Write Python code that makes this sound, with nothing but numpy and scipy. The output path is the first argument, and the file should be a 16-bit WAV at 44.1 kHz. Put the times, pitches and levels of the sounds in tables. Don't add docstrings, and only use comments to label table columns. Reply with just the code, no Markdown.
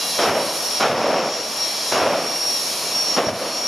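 import sys
import numpy as np
from scipy import signal
from scipy.fft import rfft, irfft, next_fast_len
from scipy.io import wavfile
from scipy.ndimage import uniform_filter1d

SR = 44100
rng = np.random.default_rng(int(sys.argv[2]) if len(sys.argv) > 2 else 0)


def generate_wav(signal):
    frames = np.transpose(np.atleast_2d(signal))
    scaled = np.clip(frames, -1, 1) * 32767
    pcm = np.round(scaled).astype(np.int16)
    wavfile.write(sys.argv[1], SR, pcm)


N = 161847

# start_s, blast_db, blast_hold_s, blast_decay_s, bang_db, thump_delay_s,
# thump_db, dip_db, roar_db, roar_swell_s, roar_hold_s, ring_db
BURSTS = [(0.179, -16.8, 0.083, .06, -37, .09, -30, -1, -19.5, 0.17, .21, -29),
          (0.796, -14, .036, .07, -35, .098, -30.5, -3, -18, .19, .39, -25),
          (1.913, -17.3, .086, .07, -36, .1, -32, 0, -17.7, .15, 0.23, -22),
          (3.161, -15, .024, .035, -23, .105, -28, -7, -27.5, 0.077, .3, -34)]
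# pitch_hz, level_db
BLAST_SPECTRUM = [(25, -57), (60, -27), (130, -17), (280, -6), (520, 1.5), (700, 2.5), (900, -2.5),
                  (1250, -3), (1800, -10), (3000, -11.5), (6000, -28), (14000, -46)]
BANG_SPECTRUM = [(25, -55), (90, -20), (200, -3), (300, 1), (600, -0.5), (1000, -13), (3000, -41)]
THUMP_SPECTRUM = [(25, -36), (62, -19), (100, 3.5), (140, 1), (280, -4), (700, -22), (3000, -48)]
ROAR_SPECTRUM = [(25, -38), (60, -38), (120, -17.5), (240, -5.5), (380, -5.5), (540, 2), (700, 0.5),
                 (830, -5.5), (1100, -7), (1700, -15.5), (2600, -16), (5000, -28.5), (10000, -57)]

def afterburner():
    blast = bang = thump = roar = ring = total_dip_db = 0
    for (start_s, blast_db, blast_hold_s, blast_decay_s, bang_db, thump_delay_s,
         thump_db, dip_db, roar_db, roar_swell_s, roar_hold_s, ring_db) in BURSTS:
        thump_s = start_s + thump_delay_s
        blast += undb(blast_db) * envelope(start_s, .012, blast_hold_s, blast_decay_s)
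        crack = envelope(thump_s + .017, rise_s=.002, hold_s=.008, decay_s=.008)
        blast += undb(thump_db + 6) * crack
        bang += undb(bang_db) * envelope(start_s, rise_s=.008, hold_s=.025, decay_s=.078)
        thump += undb(thump_db) * envelope(thump_s, rise_s=.0032, hold_s=.024, decay_s=.045)
        total_dip_db += dip_db * envelope(thump_s + .035, rise_s=.012, hold_s=.045, decay_s=.045)
        flame = envelope(start_s, roar_swell_s, roar_hold_s, decay_s=.13)
        roar += undb(roar_db) * flame
        ring += undb(ring_db) * flame ** 2 * flame_ring(start_s)
    dip = undb(total_dip_db)
    sound = bang * jet_noise(rng.standard_normal(N), BANG_SPECTRUM)
    sound += thump * jet_noise(rng.standard_normal(N), THUMP_SPECTRUM)
    sound += dip * blast * crackle(BLAST_SPECTRUM)
    sound += roar * undb(.72 * wander(54.8)) * crackle(ROAR_SPECTRUM)
    return sound + ring, dip


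def crackle(spectrum, shocks_per_s=700, shock_share=.56):
    clicks = (rng.random(N) < shocks_per_s / SR).astype(float)
    shocks = np.sqrt(shock_share) * unit(clicks - clicks.mean())
    swirl = np.sqrt(1 - shock_share) * rng.standard_normal(N)
    return jet_noise(shocks + swirl, spectrum)


def flame_ring(start_s, first_hz=760, last_hz=530.4, fall_s=.15, width_hz=130):
    age_s = np.maximum(np.arange(N) / SR - start_s, 0)
    pitch_hz = last_hz + (first_hz - last_hz) * np.exp(-age_s / fall_s)
    swirl = wander(2 * width_hz) + 1j * wander(2 * width_hz)
    return unit(np.real(swirl * np.exp(2j * np.pi * np.cumsum(pitch_hz) / SR)))


# time_s, pitch_hz
BLADE_PITCH = [(0, 5597), (.15, 5577), (.27, 5505), (.45, 5560), (.62, 5590), (.81, 5577), (.87, 5440),
               (1.05, 5400), (1.36, 5595), (1.54, 5590), (1.75, 5555), (1.92, 5567), (2.08, 5444),
               (2.3, 5582), (2.55, 5576), (2.76, 5550), (3.1, 5565), (3.67, 5587)]
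# time_s, level_db
WHINE_LEVEL = [(0, -35), (.12, -35), (.26, -27.5), (.33, -36), (.41, -28), (.48, -39), (.68, -23.5),
               (.8, -25), (.86, -37), (1.0, -37), (1.13, -30), (1.3, -33), (1.4, -27), (1.49, -37),
               (1.62, -22.5), (1.79, -35), (1.9, -27), (2.09, -35), (2.53, -21.5), (2.81, -35),
               (2.98, -21.5), (3.16, -20), (3.23, -42), (3.27, -24.5), (3.31, -39), (3.46, -36),
               (3.67, -21)]
HISS_LEVEL = [(0.0, -28), (0.24, -28), (0.33, -35), (0.49, -31), (0.81, -28.5), (0.95, -39.5),
              (0.98, -34.5), (1.26, -34.5), (1.93, -28), (2.1, -35), (2.6, -29), (2.85, -30.5), (3.17, -30),
              (3.21, -37), (3.29, -36.5), (3.32, -40.5), (3.42, -34.5), (3.67, -32)]
TREBLE_LEVEL = [(0.0, -34.5), (0.12, -31), (0.28, -36), (0.32, -42), (0.4, -36), (0.66, -32.5), (.8, -35.5),
                (.84, -41), (0.95, -45.5), (1.34, -44.5), (1.55, -36), (1.8, -36), (1.92, -33), (1.96, -38),
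                (2.09, -42), (2.5, -33), (2.82, -33), (3.16, -37.5), (3.2, -40.5), (3.32, -47), (3.41, -40),
                (3.67, -40)]
# cycles_per_turn, first_db, last_db
SHAFT_TONES = [(7, -54, -49), (8, -47, -45.5), (10, -45, -38), (11, -49, -45), (12, -42, -41.5),
               (14, -39, -42.5), (15, -45, -46), (17, -33.5, -41), (18, -40, -38.5), (19, -37.5, -37),
               (29, -41, -38), (31, -47, -46), (39, -56, -55), (41, -50, -47), (43, -45.5, -45)]
# pitch_hz, level_db
HISS_SPECTRUM = [(1200, -35.5), (2400, -7.5), (3400, -4), (4400, 1), (5100, 2.5), (5500, 8), (6000, -0.5),
                 (6900, -4), (7500, -7.5), (7950, -13), (8600, -51)]
TREBLE_SPECTRUM = [(7000, -41), (7950, -2), (8300, -2), (9600, 0), (10400, 0), (11200, 2.5), (11900, -5),
                   (13500, -9), (15200, -18.5)]

def compressor(blades=24, full_speed_hz=5546, fade_db_per_hz=.2):
    pitch_hz = curve(BLADE_PITCH)
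    phase = 2 * np.pi * np.cumsum(pitch_hz * (1 + .00041 * wander(25.14))) / SR
    whine, hiss, treble = (undb(curve(rows)) for rows in (WHINE_LEVEL, HISS_LEVEL, TREBLE_LEVEL))
    sound = whine * undb(-2.5) * wavering_tone(phase, flutter=.4, flutter_hz=45, side_db=-11)
    sound += whine * undb(-10.5) * wavering_tone(phase, flutter=1.9, flutter_hz=420, side_db=4.5)
    sound += treble * undb(-13.5) * wavering_tone(2 * phase, flutter=.62, flutter_hz=22, side_db=-10)
    sound += treble * undb(-12) * wavering_tone(2 * phase, flutter=2.5, flutter_hz=220, side_db=-2)
    buzz = hiss * undb(26 - fade_db_per_hz * np.maximum(full_speed_hz - pitch_hz, 0))
    for cycles_per_turn, first_db, last_db in SHAFT_TONES:
        tone = wavering_tone(phase * cycles_per_turn / blades, flutter=.75, flutter_hz=14, side_db=-46)
        sound += buzz * undb(np.linspace(first_db, last_db, N)) * tone
    sound += hiss * undb(2.5 + .5 * wander(40.17)) * rushing_air(HISS_SPECTRUM, side_db=-8)
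    high_hiss = treble * undb(.5 + .5 * wander(40.1)) * rushing_air(TREBLE_SPECTRUM, side_db=-7.5)
    return sound + high_hiss * undb([[.4], [-.4]])


def wavering_tone(phase, flutter, flutter_hz, side_db):
    def scatter():
        return (wander(flutter_hz) + 1j * wander(flutter_hz)) / np.sqrt(2)
    waver = stereo(1 + flutter * scatter(), scatter(), side_db)
    return unit(np.real(waver * np.exp(1j * phase)))


def rushing_air(spectrum, side_db):
    return colour(stereo(*rng.standard_normal((2, N)), side_db), spectrum)


# time_s, level_db
EXHAUST_LEVEL = [(0, -29), (.7, -30), (1.3, -29.5), (2.6, -30.5), (3.1, -28), (3.67, -29.5)]
# pitch_hz, level_db
EXHAUST_SPECTRUM = [(25, -31), (60, -39), (95, -17.5), (125, -13.5), (240, -5.5), (400, -4.5), (620, 1.5),
                    (850, -3.5), (1150, -3.5), (1600, -10.5), (2400, -11.5), (3500, -13), (7000, -54.5)]

def exhaust(surge_db=.5):
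    level_db = curve(EXHAUST_LEVEL) + surge_db * wander(29.77)
    return undb(level_db) * jet_noise(rng.standard_normal(N), EXHAUST_SPECTRUM)


# pitch_hz, width_db
JET_WIDTH = [(25, 4), (120, -12), (350, -40), (1000, -12), (2000, 10), (6000, 4)]

def jet_noise(source, spectrum):
    pitch_hz, level_db = np.array(spectrum).T
    known_hz, known_db = np.array(JET_WIDTH).T
    width_db = np.interp(np.log(pitch_hz), np.log(known_hz), known_db)
    power = undb(level_db) ** 2 * np.gradient(pitch_hz)
    side_gain = np.sqrt(np.sum(power * undb(width_db) ** 2) / np.sum(power))
    side = side_gain * colour(rng.standard_normal(N), np.c_[pitch_hz, level_db + width_db])
    return stereo(colour(source, spectrum), side, side_db=-24.5)


# delay_s, level_db
WALL_ECHOES = [(.0052, -32), (0.0123, -20.5), (.031, -18.5)]

def wall_echoes(sound):
    return sum(undb(level_db) * np.pad(sound, ((0, 0), (int(delay_s * SR), 0)))[:, :N]
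               for delay_s, level_db in WALL_ECHOES)


def undb(db):
    return 10 ** (np.asarray(db) / 20)


def unit(sound):
    return sound / np.sqrt(np.mean(sound ** 2))


def curve(rows):
    return np.interp(np.arange(N) / SR, *np.array(rows).T)


def envelope(start_s, rise_s, hold_s, decay_s):
    age_s = np.arange(N) / SR - start_s
    return np.clip(age_s / rise_s, 0, 1) * np.exp(-np.maximum(age_s - hold_s, 0) / decay_s)


def wander(rate_hz):
    step = max(int(SR / rate_hz), 2)
    stairs = np.repeat(rng.standard_normal(N // step + 1), step)
    return 1.3 * uniform_filter1d(uniform_filter1d(stairs, step), step)[:N]


def stereo(middle, side, side_db):
    return middle + undb(side_db) * side * np.array([[1], [-1]])


def colour(sound, spectrum):
    size = next_fast_len(N + 4096) * 2
    pitch_hz, level_db = np.array(spectrum).T
    grid_hz = np.maximum(np.arange(size // 2 + 1) * SR / size, 1)
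    gain = undb(np.interp(np.log(grid_hz), np.log(pitch_hz), level_db))
    cepstrum = irfft(np.log(gain))
    cepstrum[1:size // 2] *= 2
    cepstrum[size // 2 + 1:] = 0
    return unit(irfft(rfft(sound, size) * np.exp(rfft(cepstrum)))[..., :N])


def scene():
    bursts, dip = afterburner()
    jet = bursts + dip * exhaust()
    return undb(-1.54) * (jet + wall_echoes(jet)) + compressor()


def record(dry):
    notched = signal.lfilter(*signal.iirnotch(7840, Q=26, fs=SR), np.tanh(dry))
    bass_cut = signal.butter(2, 42, "high", fs=SR, output="sos")
    top_cut = signal.ellip(10, .2, 80, 15400, fs=SR, output="sos")
    return signal.sosfilt(top_cut, signal.sosfilt(bass_cut, notched))


dry = scene()
out = record(dry)
generate_wav(out)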